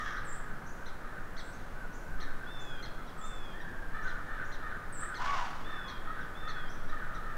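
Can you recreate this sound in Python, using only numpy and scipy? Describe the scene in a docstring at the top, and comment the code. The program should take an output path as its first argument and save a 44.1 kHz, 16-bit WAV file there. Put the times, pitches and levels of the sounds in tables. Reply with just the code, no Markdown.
"""Bare woodland at dawn: a far hush and the low rumble of slowly moving air, both shaped noise, last throughout.
A close crow is already cawing; a far one calls in an even series, amid arched chips, thin lisps and rising ticks.
Harsher caws follow, then a soft low bump of noise, nasal mews and scattered answers from other far crows.
Late on, a nearer animal gives one hoarse screech, a wavering tone inside a rasp of noise.
Voices are sums of harmonics bent in pitch and filtered by a throat; echoes from the trunks smear them."""
import sys
import numpy as np
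from scipy import signal
from scipy.fft import rfft, irfft, next_fast_len
from scipy.io import wavfile
from scipy.ndimage import map_coordinates

SR = 44100
rng = np.random.default_rng(int(sys.argv[2]) if len(sys.argv) > 2 else 0)


def log_audio(samples):
    """Write samples as a 16-bit WAV file to the path given in sys.argv[1]."""
    # one column per channel
    frames = np.atleast_2d(samples).T
    # limit to full scale, then quantise
    limited = np.clip(frames, -1, 1)
    pcm = np.round(limited * 32767).astype(np.int16)
    wavfile.write(sys.argv[1], SR, pcm)


N = 325017  # length in samples

# Harsh caws, all of one length. Each row: start in seconds, top pitch in Hz, level at the crest in dB.
CAWS = [(1.01, 614, -49.5), (2.16, 608, -49.5), (3.151, 652.5, -55), (3.925, 610.6, -42),
        (4.03, 614, -52.5), (4.27, 611, -42.5), (4.6, 611, -44.5), (4.981, 607.4, -43), (5.65, 618.6, -44),
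        (6.05, 640, -44), (6.42, 628.4, -43.5), (6.88, 620.7, -43.5), (7.23, 624, -45.5)]
CAW_S = .175
# The closest crow. Each row: start in seconds, length in seconds, top pitch in Hz, level at the crest in dB.
CLOSE_CAW = [(-.125, .3, 630, -37.5)]
# A far crow calls evenly, always to the same top pitch; a single overtone of it carries.
SERIES_START_S, SERIES_STEP_S, SERIES_HZ = .145, .32, 1549
# Strength of each call in the series. Each entry: level at the crest in dB.
SERIES_DB = [-47, -47.5, -47, -46, -49.5, -44, -47.5, -44.5, -45]
# Answers from other far crows. Each row: start in seconds, top of the overtone in Hz, level at the crest in dB.
ANSWERS = [(2.91, 1378, -51), (3.169, 1333, -49), (3.53, 1826, -46.5), (3.64, 1716, -46.5),
           (3.76, 1672, -46), (4.08, 1485, -44), (4.88, 1500, -49.5), (5.84, 1086, -49.5),
           (5.909, 1525, -50.5), (6.579, 1550, -50), (7.081, 1392, -42.5)]
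FAR_CALL_S = .135

# What each throat and the distance let through. Each row: frequency in Hz, relative gain in dB.
CAW_THROAT = [(500, -26), (1020, -26), (1240, 4.5), (1500, 5), (1850, -2), (2050, -12.5), (2600, -24.5),
              (3700, -21), (4600, -36), (8000, -60)]
CLOSE_THROAT = [(500, -20), (950, -26), (1200, -0.5), (1700, 0), (2050, -12), (2500, -27), (3400, -20),
                (4600, -32), (5700, -22.5), (8000, -39)]
FAR_THROAT = [(500, -26), (1100, -3), (1900, -13), (3000, -28.5)]
MEW_THROAT = [(900, -11), (1800, -2), (2450, -5), (2700, -4), (3400, 6.5), (3650, 12), (4400, -39),
              (4750, -15), (5300, -9.5)]
CHIP_THROAT = [(2100, -2.5), (2600, -18), (3100, 4), (4550, -2.5), (4900, -6), (5600, -5), (6300, -11),
               (7200, -26)]
OPEN_BEAK = [(3000, -25), (6000, 1)]

# Nasal mews, all to one top pitch. Each row: start in seconds, level at the crest in dB.
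MEWS = [(2.459, -56), (3.199, -59), (5.63, -56.5), (6.34, -58.5)]
MEW_S, MEW_HZ = .36, 893.3
# Short chips, higher the harder they are given. Each row: start in seconds, level at the crest in dB.
CHIPS = [(.165, -52), (0.853, -51.5), (1.364, -45), (2.2, -46.5), (2.82, -45.5), (3.064, -55.5),
         (3.598, -57), (4.068, -49.5), (4.514, -50), (5.143, -45.5), (5.872, -47), (6.2, -58),
         (6.474, -46.5), (6.883, -55.5), (7.137, -54)]
CHIP_S, CHIP_HZ, CHIP_HZ_PER_DB = .046, 2084, 22  # length, top pitch at the mean level, rise with effort
# Thin high lisps. Each row: start in seconds, lowest pitch in Hz, level after the swell in dB.
LISPS = [(.243, 7330, -50.5), (1.382, 7540, -61.5), (3.175, 7260, -54), (4.921, 7530, -44)]
LISP_S = .122
# Faint rising ticks. Each row: start in seconds, top pitch in Hz, level halfway in dB.
TICKS = [(.663, 7000, -59), (1.525, 7100, -62), (1.928, 7070, -60), (2.595, 7400, -59.5), (3.24, 7140, -64),
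         (4.02, 6730, -61.5), (4.44, 6950, -63), (6.68, 6330, -58.5)]
TICK_S = .031

# The hoarse cry: top pitch and level at the crest of its tone.
SCREECH_START_S, SCREECH_S, SCREECH_HZ, SCREECH_DB = 5.178, .285, 1136, -34
# Until the voice breaks upward it is lower (fraction of pitch), weaker and more ragged (fraction of pitch).
BREAK_S, BREAK_FLAT, BREAK_DB, BREAK_JITTER = .08, .066, -4.5, .037
RASP_DB, RASP_ATTACK_S, RASP_HOLD_S, RASP_FADE_DB_PER_S = -39.5, .04, .23, 66

# Shapes of the noises. Each row: frequency in Hz, relative spectrum level in dB.
RASP = [(450, -12), (670, 15), (1400, 17), (2200, 4.5), (2500, 5), (3000, 5), (4000, -1), (6000, -2.5),
        (8000, -15), (12000, -36)]
HUSH = [(20, 3), (45, -19), (90, -19), (150, -20), (350, -25.5), (950, -27.5), (1500, -26), (2400, -40.5),
        (3600, -47.5), (5000, -50), (9000, -54), (16000, -58)]
RUMBLE = [(3, -12), (9, 8), (16, -1.5), (28, -34), (120, -69)]
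BUMP = [(20, -17), (45, 7), (80, -14), (160, -3), (300, -42), (1000, -90)]
BUMP_AT_S, BUMP_WIDTH_S, BUMP_DB = 2.14, .073, -45  # the level is the peak of the swell
# Slow air at the microphone. Each row: time in seconds, level in dB.
DRAUGHT = [(0, -33), (1.7, -41), (2.15, -31.5), (3.6, -38), (7.3, -33.5)]
# Reverberation of the wood. Each row: frequency in Hz, time to decay by 60 dB in seconds.
WOOD = [(300, 0.25), (1500, 2.27), (4000, 1.33), (8000, 0.3)]
TOP_HZ = 15750  # band limit


def amp(db):
    """Level law: decibels to amplitude gain."""
    return 10 ** (np.asarray(db) / 20)


def unit(x):
    """Normalisation: equal mean power, rms 1."""
    return x / np.sqrt(np.mean(x ** 2) + 1e-20)


def along(points, hz):
    """Logarithmic frequency scale: (Hz, value) points joined by straight lines on it."""
    f, v = np.transpose(points)
    return np.interp(np.log(hz + 1), np.log(f + 1), v)


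def wobble(rate, size):
    """Random modulation: a smooth curve through rate random knots a second."""
    knots = rng.standard_normal(4096)
    return map_coordinates(knots, [np.arange(size) * rate / SR], mode="wrap")


def coloured(x, spectrum):
    """Linear filtering: each frequency of x is weighted by a smooth (Hz, dB) curve."""
    m = next_fast_len(len(x) + 8192)
    gain = amp(along(spectrum, np.fft.rfftfreq(m, 1 / SR)))
    return irfft(rfft(x, m) * gain, m)[:len(x)]


def arch(rise, crest, fall, droop, start_db, end_db):
    """Arched gesture over progress u (0-1): pitch climbs to a crest and sinks; level moves with it."""
    def gesture(u):
        climbing = np.clip(1 - u / crest, 0, 1) ** 2
        sinking = np.clip((u - crest) / max(1 - crest, 1e-3), 0, 1) ** droop
        return 1 - rise * climbing - fall * sinking, start_db * climbing + end_db * sinking
    return gesture


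def scoop(drop, turn, flick, start_db, count):
    """Scooped gesture: swells as it slides to its lowest note, then rises with count upward flicks."""
    def gesture(u):
        sliding = np.clip(1 - u / turn, 0, 1)
        late = np.clip((u - turn) / max(1 - turn, 1e-3), 0, 1)
        flicks = np.sin(np.pi * (count - .5) * late) ** 4
        return 1 + drop * sliding ** 3 + flick * (late / 2 + flicks), start_db * sliding
    return gesture


def sweep(rise, edge_db):
    """Linear glide: pitch slides straight up to its top note; both ends differ from the middle by edge_db."""
    return lambda u: (1 - rise * (1 - u), edge_db * (2 * u - 1) ** 2)


def calls(rows, gesture, throat, rough, jitter, flutter_hz, count):
    """Source and filter: a syrinx's unevenly fluttering harmonics slide through the throat's resonances."""
    out = np.zeros(N + 2 * SR)  # one second of margin at each end
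    for s, length, note_hz, db in rows:
        size = int(length * SR)
        bend, effort_db = gesture(np.arange(size) / size)
        pitch = note_hz * bend * (1 + jitter * wobble(flutter_hz, size))
        phase = 2 * np.pi * np.cumsum(pitch) / SR
        buzz = sum(np.cos(k * phase) for k in range(1, count + 1))
        frayed = buzz * np.exp(rough * wobble(flutter_hz, size))
        voice = coloured(frayed, throat)
        swell = amp(db + effort_db) * signal.windows.tukey(size, .1)
        out[SR + round(s * SR):][:size] += unit(voice) * swell
    return out[SR // 2:SR + N]  # starts half a second early, so that echoes are already under way


def woods(x, echo_db, scatter_db, scatter_t60):
    """Reverberation: near trunks scatter sound at once; the whole wood adds a frequency-dependent tail."""
    hz, t, z = signal.stft(rng.standard_normal((2, SR)), SR, nperseg=256)
    tail_decay = amp(-60 * t / along(WOOD, hz)[:, None])
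    tail = signal.istft(z[0] * tail_decay, SR, nperseg=256)[1]
    near = signal.istft(z[1] * amp(-60 * t / scatter_t60), SR, nperseg=256)[1]
    response = amp(echo_db) * tail / np.linalg.norm(tail)
    response = response + amp(scatter_db) * near / np.linalg.norm(near)
    response[0] += 1  # direct sound
    return signal.fftconvolve(x, response / np.linalg.norm(response))[:len(x)][-N:]


def crows():
    """Harmonic voices at three distances: the farthest crows are heard by a single overtone."""
    caw = arch(rise=.14, crest=.27, fall=.27, droop=1.35, start_db=-1, end_db=-4.5)
    far_caw = arch(rise=.0689, crest=.352, fall=.1708, droop=1.527, start_db=-6.5, end_db=-11)
    caws = [(s, CAW_S, hz, db) for s, hz, db in CAWS]
    series = [(SERIES_START_S + k * SERIES_STEP_S, FAR_CALL_S, SERIES_HZ, db)
              for k, db in enumerate(SERIES_DB)]
    answers = [(s, FAR_CALL_S, hz, db) for s, hz, db in ANSWERS]
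    near = calls(CLOSE_CAW, caw, CLOSE_THROAT, rough=.56, jitter=.035, flutter_hz=400.7, count=13)
    middle = calls(caws, caw, CAW_THROAT, rough=.5, jitter=.03, flutter_hz=350, count=8)
    far = calls(series + answers, far_caw, FAR_THROAT, rough=.35, jitter=.024, flutter_hz=300, count=1)
    return (woods(near, echo_db=-4, scatter_db=.5, scatter_t60=.23)
            + woods(middle, echo_db=0, scatter_db=.5, scatter_t60=.17)
            + woods(far, echo_db=-4, scatter_db=1, scatter_t60=.17))


def screech(jitter=.0219, shimmer_db=5.5, overtone_db=-16, grain_db=1.6):
    """Irregular vibration: a wavering arched tone and its octave inside broad turbulent noise."""
    t = np.arange(N) / SR - SCREECH_START_S
    cry_arch = arch(rise=.1, crest=.46, fall=.21, droop=1.25, start_db=-4, end_db=-8)
    bend, effort_db = cry_arch(t / SCREECH_S)
    straining = np.clip((BREAK_S - t) / .0098, 0, 1)  # 1 before the voice breaks, 0 after
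    waver = 1 + (jitter + BREAK_JITTER * straining) * wobble(300, N)
    pitch = SCREECH_HZ * bend * (1 - BREAK_FLAT * straining) * waver
    phase = 2 * np.pi * np.cumsum(pitch) / SR
    # the vibration keeps catching, which breaks the tone into rough bursts
    catching = amp(shimmer_db * np.minimum(wobble(220, N), 1))
    tone = unit((np.sin(phase) + amp(overtone_db) * np.sin(2 * phase)) * catching)
    grain = amp(grain_db * wobble(150, N))
    rasp = unit(coloured(rng.standard_normal(N), RASP) * grain)
    voiced = np.clip(np.minimum(t, SCREECH_S - t) / .0057, 0, 1)
    fading = amp(-RASP_FADE_DB_PER_S * np.maximum(t - RASP_HOLD_S, 0))
    rasping = np.clip(t / RASP_ATTACK_S, 0, 1) * fading
    tone_level = amp(SCREECH_DB + effort_db + BREAK_DB * straining)
    cry = voiced * tone_level * tone + rasping * amp(RASP_DB) * rasp
    return woods(cry, echo_db=-14, scatter_db=-10, scatter_t60=.15)


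def chips():
    """Pitch rises with effort: short arched chips of three harmonics."""
    gesture = arch(rise=.342, crest=.353, fall=.29, droop=1.1, start_db=-6.5, end_db=-9.5)
    usual_db = np.mean([db for s, db in CHIPS])
    rows = [(s, CHIP_S, CHIP_HZ + CHIP_HZ_PER_DB * (db - usual_db), db) for s, db in CHIPS]
    voice = calls(rows, gesture, CHIP_THROAT, rough=.4, jitter=.012, flutter_hz=420, count=3)
    return woods(voice, echo_db=-6, scatter_db=0, scatter_t60=.15)


def mews():
    """Resonant filtering: six nearly steady harmonics take a nasal colour from the throat."""
    gesture = arch(rise=.1, crest=.167, fall=.115, droop=1.4, start_db=1, end_db=6)
    rows = [(s, MEW_S, MEW_HZ, db) for s, db in MEWS]
    voice = calls(rows, gesture, MEW_THROAT, rough=.12, jitter=.002, flutter_hz=70, count=6)
    return woods(voice, echo_db=-8, scatter_db=-12, scatter_t60=.15)


def lisps():
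    """Frequency modulation: a single thin high tone slides down, then flicks upward twice."""
    gesture = scoop(drop=.16, turn=.56, flick=.14, start_db=-3.5, count=2)
    rows = [(s, LISP_S, hz, db) for s, hz, db in LISPS]
    voice = calls(rows, gesture, OPEN_BEAK, rough=.37, jitter=.011, flutter_hz=596, count=1)
    return woods(voice, echo_db=7.5, scatter_db=-7, scatter_t60=.26)


def ticks():
    """Rapid glide: a single faint tone rises so briefly that it is heard as a tick."""
    gesture = sweep(rise=.22, edge_db=1)
    rows = [(s, TICK_S, hz, db) for s, hz, db in TICKS]
    voice = calls(rows, gesture, OPEN_BEAK, rough=.13, jitter=.049, flutter_hz=463, count=1)
    return woods(voice, echo_db=-1, scatter_db=2, scatter_t60=.84)


def bump():
    """Amplitude envelope: a Gaussian swell of bass noise, brief and soft."""
    t = np.arange(N) / SR - BUMP_AT_S
    low = unit(coloured(rng.standard_normal(N), BUMP))
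    return amp(BUMP_DB) * np.exp(-(t / BUMP_WIDTH_S) ** 2) * low


def rumble():
    """Air pressure fluctuation: very low noise heaves slowly at the microphone."""
    heaving = unit(coloured(rng.standard_normal(N), RUMBLE))
    draught_db = np.interp(np.arange(N) / SR, *np.transpose(DRAUGHT))
    return amp(draught_db) * heaving


def hush(level_db=-43):
    """Broadband noise: the far hush of the valley, its level wavering very slightly."""
    noise = unit(coloured(rng.standard_normal(N), [(5.2, -60), *HUSH]))
    return amp(level_db) * noise * amp(.17 * wobble(3.83, N))


def scene():
    """Superposition: all sources add at one microphone."""
    small_birds = chips() + mews() + lisps() + ticks()
    return (crows() + screech() + small_birds + bump() + rumble() + hush())[None]


def record(dry):
    """Band limiting: nothing passes at or above the top frequency."""
    m = next_fast_len(N + 8192)
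    passed = np.fft.rfftfreq(m, 1 / SR) < TOP_HZ
    return irfft(rfft(dry, m) * passed, m)[..., :N]


dry = scene()
out = record(dry)
log_audio(out)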